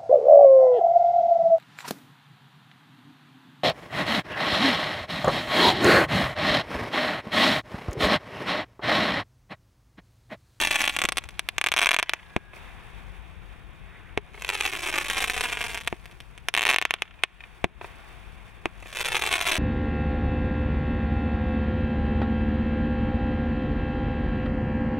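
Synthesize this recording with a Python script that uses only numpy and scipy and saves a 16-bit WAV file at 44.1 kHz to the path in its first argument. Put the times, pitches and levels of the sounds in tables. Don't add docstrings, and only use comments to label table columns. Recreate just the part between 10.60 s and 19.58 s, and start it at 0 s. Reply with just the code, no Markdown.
import sys
import numpy as np
from scipy import signal
from scipy.fft import rfft, irfft, next_fast_len
from scipy.io import wavfile
from scipy.ndimage import uniform_filter1d, minimum_filter1d, map_coordinates

SR = 44100
rng = np.random.default_rng(int(sys.argv[2]) if len(sys.argv) > 2 else 0)


def store_wav(level_fs):
    pcm = np.round(np.clip(np.atleast_2d(level_fs), -1, 1) * 32767)
    wavfile.write(sys.argv[1], SR, pcm.T.astype(np.int16))


N = 396018

# start in seconds, level, treble and bass in dB, tube pitch in Hz.
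LIFT_CHARGES = [(0.4469, -10, -9, -3, 345), (1.7646, 0.5, 0, -2, 350), (3.576, 0, 2.5, -2.5, 410),
                (5.3272, -10.5, -8, -6, 345), (7.0435, 8.5, 1, 0.5, 370), (8.0573, -1, -0.5, -7, 350)]
# launch in seconds, typical grain level in dB,
# ground-echo delay gained over the climb in milliseconds, burning time in seconds.
GOLD_COMETS = [(-1.15, -13.3, 2.6, 1.34), (3.576, -19, 3.35, 1.49), (8.0573, -16.2, 2.7, 1.45)]
# start in seconds, relative level in dB.
BIG_GRAINS = [(0.0139, -4.5), (0.022, -5.5), (0.0361, -6), (0.0728, -2.5), (0.1101, -1.5), (0.1152, -5),
              (0.158, -1), (0.2074, -4), (0.2167, -0.5), (0.241, -3), (0.2774, 2.5), (0.296, -3.5),
              (0.3653, -4), (0.3888, -4), (0.4177, 0.5), (0.4389, -2), (0.4528, 0), (0.4886, -1),
              (0.522, -6.5), (0.5715, -2.5), (0.5823, -1.5), (0.6394, -23), (0.6892, -22), (3.8219, -17.5),
              (3.8476, -14), (3.8908, -6), (3.901, -9), (3.9521, -11), (4.0092, -5), (4.0529, -10),
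              (4.063, -8), (4.3836, -5), (4.5005, -7.5), (4.5809, -7), (4.6222, -10), (4.6419, -3),
              (4.6988, -4), (4.778, -10), (4.8098, -3), (4.839, -7), (5.0142, -11), (5.1456, -12),
              (5.1752, -14), (5.2117, -21.5), (5.2754, -5), (5.457, -27.5), (5.6037, -25), (5.7783, -27.5),
              (8.371, -11.5), (8.4122, -9), (8.5544, -4.5), (8.5669, -5), (8.6216, -6.5), (8.7274, -5),
              (8.7396, -2.5), (8.7553, -6), (8.8123, -5.5), (8.8944, -8), (8.955, -9)]
# start in seconds, relative level in dB.
SINGLE_STARS = [(0.7942, -2), (0.8888, -5), (0.9826, 2), (1.014, -1.5), (1.0413, -2), (1.0633, -4.5),
                (1.0699, 1), (1.0873, -6), (1.1182, -2), (1.1231, -5), (1.1397, -2), (1.1935, 4),
                (1.2161, 0), (1.2303, 2.5), (1.2593, 3), (1.3157, 5), (1.3443, 4.5), (1.3649, 0.5),
                (1.3884, 0.5), (1.393, -2), (1.398, -3), (1.4282, 1), (1.495, -2), (1.5359, -1), (5.886, 1),
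                (5.9403, -1.5), (5.9504, -3), (5.9762, 1), (6.0677, 0), (6.0925, 5), (6.1006, 4.5),
                (6.1052, 2), (6.113, 2), (6.1441, 1.5), (6.1619, 2.5), (6.1851, 1.5), (6.2151, -4),
                (6.2246, -4.5), (6.2528, 2), (6.3084, 0), (6.3397, -3.5), (6.4214, -2.5), (6.6367, 8.8)]
# start and length in seconds, relative level in dB,
# ground-echo delay in milliseconds.
STAR_SWARMS = [(1.158, .185, -3, 3.2), (5.963, .18, -3.5, 2.76)]
# launch in seconds, rush level in dB, sizzle level in dB.
RED_COMETS = [(1.7646, -47.5, -65), (7.0435, -49, -64)]
# start and length in seconds, pitch in Hz, level in dB, pitch waver in Hz.
FUSE_JETS = [(1.5, .52, 1650, -58, 26), (3.14, .5, 1880, -56, 450)]
# time in seconds, relative level in dB.
RUMBLE_LEVELS = [(0.0, -53), (0.57, -52), (1.45, -60), (2.58, -51), (4.35, -55), (4.63, -50), (5.95, -56),
                 (6.4, -60), (7.65, -54), (7.98, -55), (8.68, -52), (8.98, -55)]
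# frequency in Hz, relative level in dB.
CRACK_TONE = [(40, -7), (200, -14), (450, -4.5), (1000, -3.5), (2200, -1.5), (3300, -1.5), (4300, -13),
              (6000, -16), (9000, -20), (12000, -24.5), (14000, -37), (16000, -37)]
THUMP_TONE = [(25, 3), (70, 7.5), (200, 1.5), (380, -1), (700, -4.5), (1500, -13), (2400, -10.5),
              (3400, -16.5), (4500, -29), (9000, -35.5), (15000, -52)]
RUSH_TONE = [(60, 9), (300, 2), (700, 4.5), (1500, 3), (2700, -2), (3700, -3.5), (4600, -36.5), (8000, -42)]
SIZZLE_TONE = [(2500, -28), (4500, 10), (6000, 3), (10000, 3), (13000, -5), (16000, -5.5)]
RUMBLE_TONE = [(15, -13), (30, -6.5), (50, 2.5), (85, -4), (120, -7), (170, -12), (260, -25.5),
               (500, -26.5), (1500, -63.5)]
# frequency in Hz, seconds to fade by 60 dB.
NEARBY_DECAY = [(200, 0.043), (1000, 0.042), (2500, 0.033), (5000, 0.038), (10000, 0.018)]
FIELD_DECAY = [(200, .9), (2000, 1), (10000, 0.32)]
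# delay in seconds, relative level in dB.
WALL_ECHOES = [(.169, -21), (.201, -21)]
# frequency in Hz, width in Hz, gain in dB.
HOUSING_PEAKS = [(177, 73, 3.5), (354, 42, 1.5), (562, 150, -4), (716, 100, 2.5), (1080, 230, 1.5),
                 (1278, 120, -2.5), (1800, 81, 1.5), (2470, 720, 5.5), (2980, 200, -4), (5024, 610, -6.5),
                 (5420, 210, 2.5), (7410, 700, -5)]
# frequency in Hz, phase by which the left leads in radians.
PORT_PHASES = [(3400, -0.21), (4100, 1.5), (4800, 1.53), (5500, 0.16), (7500, 0.47), (8800, 0.031),
               (9800, 1), (11000, -1.73), (12500, 0.95)]

IGNITE_S, IGNITE_RISE_S = .17, .015
GROUND_SHARE = .68


def lift_thumps(tube_db=-22, tube_fade_s=0.043, spit_db=-24, spit_lead_s=.0018):
    starts, level_db, treble_db, bass_db, tube_hz = np.transpose(LIFT_CHARGES)
    t = np.arange(4096) / SR
    ring = amp(tube_db - 60 * t / tube_fade_s) * np.sin(2 * np.pi * tube_hz[:, None] * t)
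    weight_db = np.outer(bass_db, below(np.fft.rfftfreq(len(t), 1 / SR), corner_hz=170))
    blast = shocks(THUMP_TONE, treble_db, corner_hz=1500, size=len(t), colour_db=weight_db)
    thumps = amp(level_db)[:, None] * (blast - ring)
    return place(starts, thumps) + amp(spit_db) * place(starts - spit_lead_s, thumps)


def gold_flight(times, climb_s=1.75, launch_echo_ms=1.02):
    launch, grain_db, climb_ms, burning_s = np.transpose(GOLD_COMETS)
    latest = np.searchsorted(launch, times) - 1
    age = times - launch[latest]
    echo_ms = launch_echo_ms + climb_ms[latest] * (1 - (1 - age / climb_s) ** 2)
    return age, grain_db[latest], echo_ms, np.maximum(age - burning_s[latest], 0)


def gold_tails(count=720, life_s=2.3, catch_s=.35, fiercest_s=1.03, thinning=.4):
    ages = (np.arange(count) + rng.uniform(-2, 2, (len(GOLD_COMETS), count))) * life_s / count
    times = (np.array(GOLD_COMETS)[:, :1] + ages).ravel()
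    times = times[(times > 0) & (times < (N - 1) / SR)]
    age, grain_db, echo_ms, spent_s = gold_flight(times)
    catching_db = -110 * np.maximum(catch_s - age, 0)
    burn_db = catching_db - 10 * (age - fiercest_s) ** 2
    dying_db = np.maximum(-75 * spent_s, -17 - 22 * spent_s)
    bunches_db = 2.5 * np.minimum(wobble(60), .7)[(times * SR).astype(int)]
    size, sharpness = rng.standard_normal((2, len(times)))
    explodes = rng.uniform(size=len(times)) < amp(thinning * dying_db) ** 2
    peak_db = grain_db + burn_db + (1 - thinning) * dying_db + bunches_db + 5 * np.minimum(size, 1.4)
    peak_db = np.where(explodes, peak_db, -np.inf)
    return cracks(times, peak_db, echo_ms, treble_db=6 + 3.5 * sharpness, body_db=2.5)


def big_grains(boost_db=0.5):
    starts, level_db = np.transpose(BIG_GRAINS)
    _, _, echo_ms, _ = gold_flight(starts)
    treble_db = 6 + 1.5 * rng.standard_normal(len(starts))
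    return cracks(starts, level_db + boost_db, echo_ms, treble_db, body_db=1)


def stars(per_swarm=18, boost_db=0.5, dulling_db_per_s=10):
    start, length, swarm_db, swarm_echo_ms = np.transpose(STAR_SWARMS)
    progress = (np.arange(per_swarm) + rng.uniform(size=(len(start), per_swarm))) / per_swarm
    thick_s = start[:, None] + length[:, None] * progress
    thick_db = swarm_db[:, None] + 2 * rng.standard_normal(thick_s.shape)
    single_s, single_db = np.transpose(SINGLE_STARS)
    times, level_db = np.r_[single_s, thick_s.ravel()], np.r_[single_db, thick_db.ravel()]
    swarm = np.abs(times[:, None] - start).argmin(axis=1)
    sharpness, height = rng.standard_normal((len(times), 2)).T
    late_s = times - start[swarm]
    treble_db = np.maximum(2.5 - dulling_db_per_s * late_s, -2) + 1.2 * sharpness
    echo_ms = swarm_echo_ms[swarm] + .2 * height
    return cracks(times, level_db + boost_db, echo_ms, treble_db, body_db=-3, echo_share=.24)


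def cracks(times, peak_db, echo_ms, treble_db, body_db, echo_share=GROUND_SHARE, size=512):
    hz = np.fft.rfftfreq(size, 1 / SR)
    own_db = 3.5 * hz / (hz + 2000) * ripples(hz, len(times)) + body_db * below(hz, corner_hz=650)
    delay_s = (echo_ms + .06 * rng.standard_normal(len(times))) / 1000
    channels = []
    for _ in range(2):
        shade_db = 4.5 * hz ** 4 / (hz ** 4 + 4000 ** 4) * ripples(hz, len(times))
        pulses = shocks(CRACK_TONE, treble_db, corner_hz=4640, size=size, colour_db=own_db + shade_db)
        waves = amp(peak_db)[:, None] * pulses
        channels.append(place(times, waves) + place(times + delay_s, waves * echo_share))
    return np.array(channels)


def shocks(tone, treble_db, corner_hz, size, colour_db):
    hz = np.fft.rfftfreq(size, 1 / SR)
    db = tone_at(tone, hz) + housing_db(hz) + colour_db + np.outer(treble_db, 1 - below(hz, corner_hz))
    cepstrum = irfft(np.log(amp(db)))
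    fold = np.r_[1, np.full(size // 2 - 1, 2), 1, np.zeros(size // 2 - 1)]
    pulse = irfft(np.exp(rfft(cepstrum * fold)))
    return -pulse / np.abs(pulse).max(axis=1, keepdims=True)


def flames(fuse_lead_s=.3, recede_db_per_s=8, cooling_db_per_s=12):
    t = np.arange(N) / SR
    rush, sizzle = amp(-55.5), amp(-74.5)
    for launch, rush_db, sizzle_db in RED_COMETS:
        age = t - launch
        fuse = np.exp(-((age + fuse_lead_s / 2) / fuse_lead_s) ** 2)
        rush, sizzle = np.hypot(rush, fuse * amp(-58)), np.hypot(sizzle, fuse * amp(-70))
        burn = alight(age) * amp(-recede_db_per_s * np.maximum(age - IGNITE_S, 0))
        spit_db = 7 * np.exp(-((age - .2) / .022) ** 2)
        rush = np.hypot(rush, burn * amp(rush_db))
        sizzle = np.hypot(sizzle, burn * amp(sizzle_db + spit_db))
    gold_age, _, _, spent_s = gold_flight(t)
    sizzle = np.hypot(sizzle, alight(gold_age) * amp(-63 - cooling_db_per_s * spent_s))
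    flutter, sputter = amp(.8 * wobble(25)), amp(1.5 * wobble(210))
    rushing = rush * noise(RUSH_TONE, side_db=-6)
    sizzling = sizzle * sputter * noise(SIZZLE_TONE, side_db=-3)
    return flutter * (rushing + sizzling)


def alight(age):
    return (1 + np.tanh((age - IGNITE_S) / IGNITE_RISE_S)) / 2


def fuse_jets(overshoot=.09, settle_s=.085):
    out = np.zeros(N)
    for start, length, hz, db, waver_hz in FUSE_JETS:
        age = np.clip(np.arange(N) / SR - start, 0, length)
        pitch = hz * (1 + overshoot * np.exp(-age / settle_s)) + waver_hz * wobble(600)
        swell = np.sin(np.pi * age / length) * amp(db + 2.5 * wobble(60))
        out += swell * sine(pitch)
    return out


def nearby_scatter(x, size=16384):
    out = np.zeros((2, N + 2 * size))
    for start in range(0, N, size):
        piece = reverb(np.pad(x[start:start + size], (0, size)), NEARBY_DECAY)
        out[:, start:start + piece.shape[1]] += piece
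    return out[:, :N]


def wall_echoes(x, low_hz=600, high_hz=4000):
    def walls(hz):
        echoes = sum(amp(db) * np.exp(-2j * np.pi * hz * delay_s) for delay_s, db in WALL_ECHOES)
        return echoes * hz ** 2 / (hz ** 2 + low_hz ** 2) / (1 + (hz / high_hz) ** 2)
    return filtered(x, walls)


def reverb(x, decay):
    hz, t, bands = signal.stft(rng.standard_normal((2, SR)), SR, nperseg=128)
    bands *= amp(-60 * t / tone_at(decay, hz)[:, None])
    difference = .12 + .8 / (1 + (4000 / (hz + 1)) ** 6)
    bands[1] *= difference[:, None]
    mid, side = signal.istft(bands, SR, nperseg=128)[1]
    tail = np.array([mid + side, mid - side])
    return signal.fftconvolve(x[None], tail / np.linalg.norm(tail[0]), axes=1)[:, :len(x)]


def breeze_and_hum(hum_hz=48, waver_hz=1.8):
    level_db = np.interp(np.arange(N) / SR, *np.transpose(RUMBLE_LEVELS))
    flutter_db = .7 * wobble(8)
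    hum = amp(4.5) * sine(hum_hz + waver_hz * wobble(6))
    rumble = amp(9.3) * noise(RUMBLE_TONE, side_db=-11.5)
    return amp(level_db + flutter_db) * (rumble + hum)


def housing_db(hz):
    return sum(db / (1 + (2 * (hz - centre) / width) ** 2) for centre, width, db in HOUSING_PEAKS)


def limiter(x, threshold_db=-7, strength=0.61):
    over_db = np.maximum(20 * np.log10(np.abs(x).max(axis=0) + 1e-9) - threshold_db, 0)
    recovery = 80 * np.arange(N) / SR
    held_db = np.maximum.accumulate(over_db + recovery) - recovery
    smooth_db = uniform_filter1d(minimum_filter1d(-held_db, size=33), size=33)
    return x * amp(strength * smooth_db)


def amp(db):
    return 10 ** (np.asarray(db) / 20)


def tone_at(table, hz):
    frequencies, values = np.transpose(table)
    return np.interp(np.log(hz + 1), np.log(frequencies + 1), values)


def below(hz, corner_hz):
    return 1 / (1 + (hz / corner_hz) ** 4)


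def ripples(hz, count):
    spacing, phase = rng.uniform(size=(count, 2)).T
    return np.cos(2 * np.pi * (hz / (2000 + 6000 * spacing[:, None]) + phase[:, None]))


def wobble(rate):
    return map_coordinates(rng.standard_normal(int(N * rate / SR) + 4), [np.arange(N) * rate / SR])


def sine(pitch_hz):
    return np.sqrt(2) * np.sin(2 * np.pi * np.cumsum(pitch_hz) / SR)


def noise(tone, side_db):
    mid, side = filtered(rng.standard_normal((2, N)), lambda hz: amp(tone_at(tone, hz) + housing_db(hz)))
    stereo = np.array([mid + amp(side_db) * side, mid - amp(side_db) * side])
    return stereo / np.sqrt(np.mean(stereo ** 2) + 1e-20)


def filtered(x, response):
    size = next_fast_len(N + SR // 2, True)
    return irfft(rfft(x, size) * response(np.fft.rfftfreq(size, 1 / SR)), size)[..., :N]


def place(times, waves):
    index = np.round(np.maximum(times, 0) * SR).astype(int)[:, None] + np.arange(waves.shape[1])
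    return np.bincount(index.ravel(), waves.ravel(), N)[:N]


def scene():
    crackle = stars() + big_grains() + gold_tails()
    thumps = lift_thumps()
    close_crackle, close_thumps = nearby_scatter(crackle.mean(axis=0)), nearby_scatter(thumps)
    near = crackle + thumps + amp(-10.5) * (close_crackle + close_thumps)
    walls = wall_echoes(close_thumps + amp(-9.5) * close_crackle)
    field = amp(-37) * reverb(crackle.mean(axis=0) + thumps, FIELD_DECAY)
    return near + walls + field + flames() + fuse_jets() + breeze_and_hum()


def record(dry, right_cut_hz=215, top_hz=16200):
    def ports(hz):
        s = 1j * hz / right_cut_hz
        bass_cut = s * s / (s * s + np.sqrt(2) * s + 1)
        phase_turn = np.exp(.5j * tone_at(PORT_PHASES, hz))
        return np.array([phase_turn, bass_cut / phase_turn])
    limited = limiter(filtered(dry, ports))
    return filtered(limited, lambda hz: hz < top_hz)


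dry = scene()
out = record(dry)
store_wav(out)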